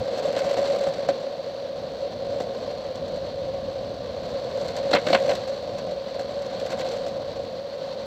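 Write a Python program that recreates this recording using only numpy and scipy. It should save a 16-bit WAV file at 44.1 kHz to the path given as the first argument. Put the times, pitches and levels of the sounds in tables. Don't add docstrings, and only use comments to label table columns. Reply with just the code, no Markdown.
import sys
import numpy as np
from scipy import signal
from scipy.fft import rfft, irfft, next_fast_len
from scipy.io import wavfile
from scipy.ndimage import map_coordinates

SR = 44100
rng = np.random.default_rng(int(sys.argv[2]) if len(sys.argv) > 2 else 0)


def wav_record(signal):
    frames = np.transpose(np.atleast_2d(signal))
    bounded = np.clip(frames, -1, 1)
    quanta = np.round(bounded * 32767).astype(np.int16)
    wavfile.write(sys.argv[1], SR, quanta)


def invert_db(x):
    u = np.asarray(x, float) / 20
    return 10 ** u


N = 355436


def unit(x):
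    return x / np.sqrt(np.mean(x ** 2) + 1e-20)


def noise():
    return rng.standard_normal(N)


def curves(rows):
    times, *columns = np.transpose(rows)
    return [np.interp(np.arange(N) / SR, times, column) for column in columns]


def wobble(rate):
    knots = rng.standard_normal(int(N * rate / SR) + 4)
    return map_coordinates(knots, [np.arange(N) * rate / SR])


def filtered(x, response):
    size = next_fast_len(N + SR // 2)
    return irfft(rfft(x, size) * response(np.fft.rfftfreq(size, 1 / SR)), size)[..., :N]


def coloured(x, points):
    hz, db = np.transpose(points)

    def response(f):
        return invert_db(np.interp(np.log(f + 1), np.log(hz + 1), db, left=-120, right=-120))
    return filtered(x, response)


def ringing(x, modes):
    def response(f):
        total = 0
        for k, (centre, width, db) in enumerate(modes):
            resonance = 1j * f * width / (centre * centre - f * f + 1j * f * width)
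            total = total + (-1) ** k * invert_db(db) * resonance
        return total
    return filtered(x, response)


def softened(x, corner_hz, tilt):
    return filtered(x, lambda f: (f / corner_hz) ** tilt / (1 + (f / corner_hz) ** 6))


def driven(body, envelope, corner_hz, tilt=0):
    response = body(envelope * noise(), corner_hz, tilt)
    return response / np.std(body(noise(), corner_hz, tilt))


def bursts(times, db, lengths, rise):
    t = np.arange(SR // 5) / SR
    shape = invert_db(db[:, None] - 60 * t / lengths[:, None]) * (1 - np.exp(-t / rise))
    at = (times * SR).astype(int)[:, None] + np.arange(len(t))
    return np.sqrt(np.bincount(at.ravel(), shape.ravel() ** 2, N + SR)[:N])


def blows(times, db, length, rise):
    return bursts(times, db, np.full(len(times), length), rise)


def stones(count, scatter_db, length):
    draw = rng.random((count, 3))
    db = -scatter_db * np.log(1 - draw[:, 1])
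    return bursts(draw[:, 0] * N / SR, db, length * (.5 + draw[:, 2]), rise=0.000047)


# f/Hz, width/Hz, level/dB
DECK_MODES = [(245, 253, -15.5), (468, 102, -3.5), (551.5, 35.9, 8.5), (740, 82, -9)]


def deck(force, corner_hz, tilt):
    return ringing(softened(force, corner_hz, tilt), DECK_MODES)


# t/s, relative deck shaking level/dB, relative hardware rattle level/dB
ROAD = [(0.0, -30.5, -63.5), (0.22, -27.5, -60), (0.45, -26.5, -55.5), (0.74, -27.5, -58.5),
        (1.1, -29, -64), (1.39, -33, -68.5), (2.15, -32, -69.5), (2.36, -31.5, -67), (3.75, -33.5, -70.5),
        (5.18, -30, -58.5), (5.3, -28, -58.5), (5.48, -35, -65.5), (5.77, -31.5, -67), (6.31, -33.5, -67.5),
        (6.8, -30, -59.5), (7.16, -33, -69), (8.06, -35.5, -70)]
SMOOTH_DB = -68


def rolling_hum(grain, gravel):
    deck_db, rattle_db = curves(ROAD)
    shaking = invert_db(deck_db + 1.5 + 1.0 * grain) * unit(1 + 0.37 * gravel)
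    hum = driven(deck, shaking, corner_hz=920)
    return hum + driven(deck, invert_db(rattle_db + 25) * gravel, corner_hz=900, tilt=4)


# t/s, relative deck thump level/dB, relative wooden clack level/dB, rebound level over the first blow/dB
KNOCKS = [(.362, -16.5, -30, -3), (.444, -15.5, -38, -8), (.492, -25, -34, -3), (.569, -14, -34, -4),
          (.8666, -14.5, -39, -6), (1.0844, -9, -27, -33), (2.4, -15, -38, -8), (4.9088, -13, -24, -14),
          (4.930, -4, -14.5, 4), (5.0647, -11, -25.5, 0), (5.0985, -9, -26, -5.5),
          (5.127, -5.5, -16.5, 3.5), (5.262, -19.5, -48, -3), (5.290, -12, -26, 1), (5.330, -22, -36, -5),
          (5.474, -20.5, -39, -12), (6.191, -19, -42, -11), (6.701, -20.5, -32.5, 2.5),
          (6.788, -25, -33.5, 1.5), (7.062, -20, -42, -4)]
REBOUND_S = .0165
REBOUND_THUMP_DB, REBOUND_THUMP_FOLLOWS = -5.5, .45


def landings():
    first, thump_db, clack_db, rebound_db = np.transpose(KNOCKS)
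    times = np.r_[first, first + REBOUND_S]
    again_db = thump_db + REBOUND_THUMP_FOLLOWS * rebound_db + REBOUND_THUMP_DB
    return times, np.r_[thump_db, again_db], np.r_[clack_db, clack_db + rebound_db]


DECK_LAG = .005
THUMP_S, THUD_S = 0.097, 0.11


def knock_thump():
    times, thump_db, _ = landings()
    jolts = np.bincount(((times + DECK_LAG) * SR).astype(int), invert_db(thump_db), N)
    peak = np.abs(deck(np.arange(N) == N // 2, corner_hz=900, tilt=4)).max()
    ring = invert_db(-3.5) * deck(jolts, corner_hz=900, tilt=4) / peak
    scrub = blows(times, thump_db - 4.0, THUMP_S, rise=0.0037)
    return ring + driven(deck, scrub, corner_hz=900, tilt=2.1)


def knock_thud():
    times, thump_db, _ = landings()
    push = blows(times, thump_db - 16.5, THUD_S, rise=0.0022)
    direct = blows(times, thump_db - 18.5, THUD_S, rise=0.0039)
    return driven(deck, push, corner_hz=356) + driven(softened, direct, corner_hz=307, tilt=2.3)


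# f/Hz, width/Hz, level/dB
UPPER_MODES = [(1010, 170, -1.5), (1524, 147, 0), (2097, 330, 2.5), (2077, 300, -3.5), (2580, 200, -7),
               (3340, 710, -5.5), (4300, 470, 0)]


def upper_body(force, corner_hz, tilt):
    return ringing(softened(force, corner_hz, tilt), UPPER_MODES)


CLACK_S = 0.092
TICK_CLACK_DB = -6
GRIT_DB, GRIT_GROWS = -60.5, 1.46


def clack(gravel):
    times, _, clack_db = landings()
    flick, flick_db = np.transpose(TICKS)
    count = len(times) // 2
    hard = np.r_[times[:count], flick]
    hard_db = np.r_[clack_db[:count], flick_db + TICK_CLACK_DB]
    contacts = unit(invert_db(3.26 * wobble(260)))
    rapped = blows(hard, hard_db, CLACK_S, rise=0.0029) * contacts
    slapped = blows(times[count:], clack_db[count:], CLACK_S, rise=0.0057) * contacts
    rattle_db = curves(ROAD)[1]
    grit = invert_db(GRIT_DB + GRIT_GROWS * (rattle_db - SMOOTH_DB)) * unit(.6 + gravel)
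    sound = driven(upper_body, rapped, corner_hz=5270)
    sound = sound + driven(upper_body, slapped, corner_hz=3500)
    return sound + driven(upper_body, grit, corner_hz=3500)


# t/s, relative tick level/dB
TICKS = [(.176, -36), (.19, -36.5), (.254, -37), (0.323, -37), (0.39, -31.5), (.535, -34), (.787, -41),
         (.81, -37), (.836, -35), (.936, -38), (2.9545, -37.5), (3.08, -42.5), (3.158, -41), (4.613, -41),
         (4.681, -32), (4.764, -30), (4.986, -36), (5.352, -29), (5.783, -32.5), (5.91, -45), (6.419, -37),
         (6.462, -37), (6.597, -33), (6.661, -33.5), (6.886, -38), (6.914, -37), (6.967, -38)]
# f/Hz, relative level/dB
RATTLE = [(700, -26), (1500, -0.5), (2500, -7), (4300, 2), (5100, -4.5), (5900, -3.5), (7000, -9.5),
          (7600, -4.5), (8200, -16), (10500, -26.5), (11800, -21), (13000, -26), (15750, -29.5)]
TICK_DB, TICK_FOLLOWS = -19.5, 0.38
TICK_S, FLICK_S = 0.057, .032


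def hardware_rattle(grain, gravel):
    rattle_db = curves(ROAD)[1]
    times, _, clack_db = landings()
    flick, flick_db = np.transpose(TICKS)
    chatter = invert_db(rattle_db + 9.5 + 1.4 * grain) * gravel
    chatter = chatter + blows(flick, flick_db, FLICK_S, rise=0.0019)
    shaken = blows(times, TICK_DB + TICK_FOLLOWS * clack_db, TICK_S, rise=0.0041)
    sound = shaken * unit(coloured(noise(), RATTLE))
    return sound + chatter * unit(coloured(noise(), RATTLE))


# f/Hz, relative level/dB
TREAD = [(700, -6), (850, -1), (1050, 1), (1300, -8.5), (1530, -6.5), (1750, -9), (2500, -12), (3500, -7.5),
         (4380, -1), (5150, -15.5), (5900, -17), (7000, -27.5), (8500, -37), (10500, -41)]
TREAD_DB, TREAD_FOLLOWS = -44.5, 0.33


def tread_hiss(grain, gravel):
    rattle_db = curves(ROAD)[1]
    tread_db = TREAD_DB + TREAD_FOLLOWS * (rattle_db - SMOOTH_DB)
    hiss = unit(coloured(noise() * (1 + 0.25 * gravel), TREAD))
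    return invert_db(tread_db + 0.54 * grain + 0.75 * wobble(27)) * hiss


def board():
    grain = wobble(9)
    gravel = unit(stones(count=2600, scatter_db=1.0, length=0.024))
    wood = rolling_hum(grain, gravel) + knock_thump() + knock_thud() + clack(gravel)
    return wood + hardware_rattle(grain, gravel) + tread_hiss(grain, gravel)


# t/s, level/dB
WIND = [(0, -31), (.09, -62), (.9, -60.5), (1.6, -62.5), (1.75, -53), (2.6, -50.5), (3.5, -45.5),
        (4.5, -47), (5.5, -51.5), (7.4, -51.5), (7.7, -57), (8.06, -53)]
# f/Hz, relative level/dB
RUMBLE = [(35, -45.5), (60, -11.5), (178, 0.5), (221, 1), (400, -9.5), (520, -32), (880, -120)]
BUFFET = [(15, -31), (35, -15), (60, -6.5), (100, -0.5), (160, -12), (300, -52.5)]
RUMBLE_DB, RUMBLE_WIND, RUMBLE_DECK = -45, 0.33, 0.81


def wind():
    buffet_db, = curves(WIND)
    deck_db = curves(ROAD)[0]
    rumble_db = RUMBLE_DB + RUMBLE_WIND * (buffet_db - buffet_db.mean())
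    rumble_db = rumble_db + RUMBLE_DECK * (deck_db - deck_db.mean())
    lumps_db = 1.2 * wobble(6)
    rumble = invert_db(rumble_db + lumps_db) * unit(coloured(noise(), RUMBLE))
    return rumble + invert_db(buffet_db + lumps_db) * unit(coloured(noise(), BUFFET))


def scene():
    return (board() + wind())[None]


# f/Hz, width/Hz, depth (0-1)
NOTCHES = [(10050, 380, .7), (15000, 260, .7)]
HISS_DB, TOP_HZ = -70, 15760


def microphone(dry):
    x = dry + invert_db(HISS_DB) * rng.standard_normal(dry.shape)

    def response(f):
        notches = [1 - depth * np.exp(-((f - hz) / width) ** 2) for hz, width, depth in NOTCHES]
        return np.prod(notches, axis=0) * (f < TOP_HZ)
    return filtered(x, response)


def band_limit(x):
    return signal.sosfilt(signal.butter(12, 15940, fs=SR, output="sos"), x)


def record(dry):
    mix = microphone(dry)
    return band_limit(mix)


dry = scene()
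out = record(dry)
wav_record(out)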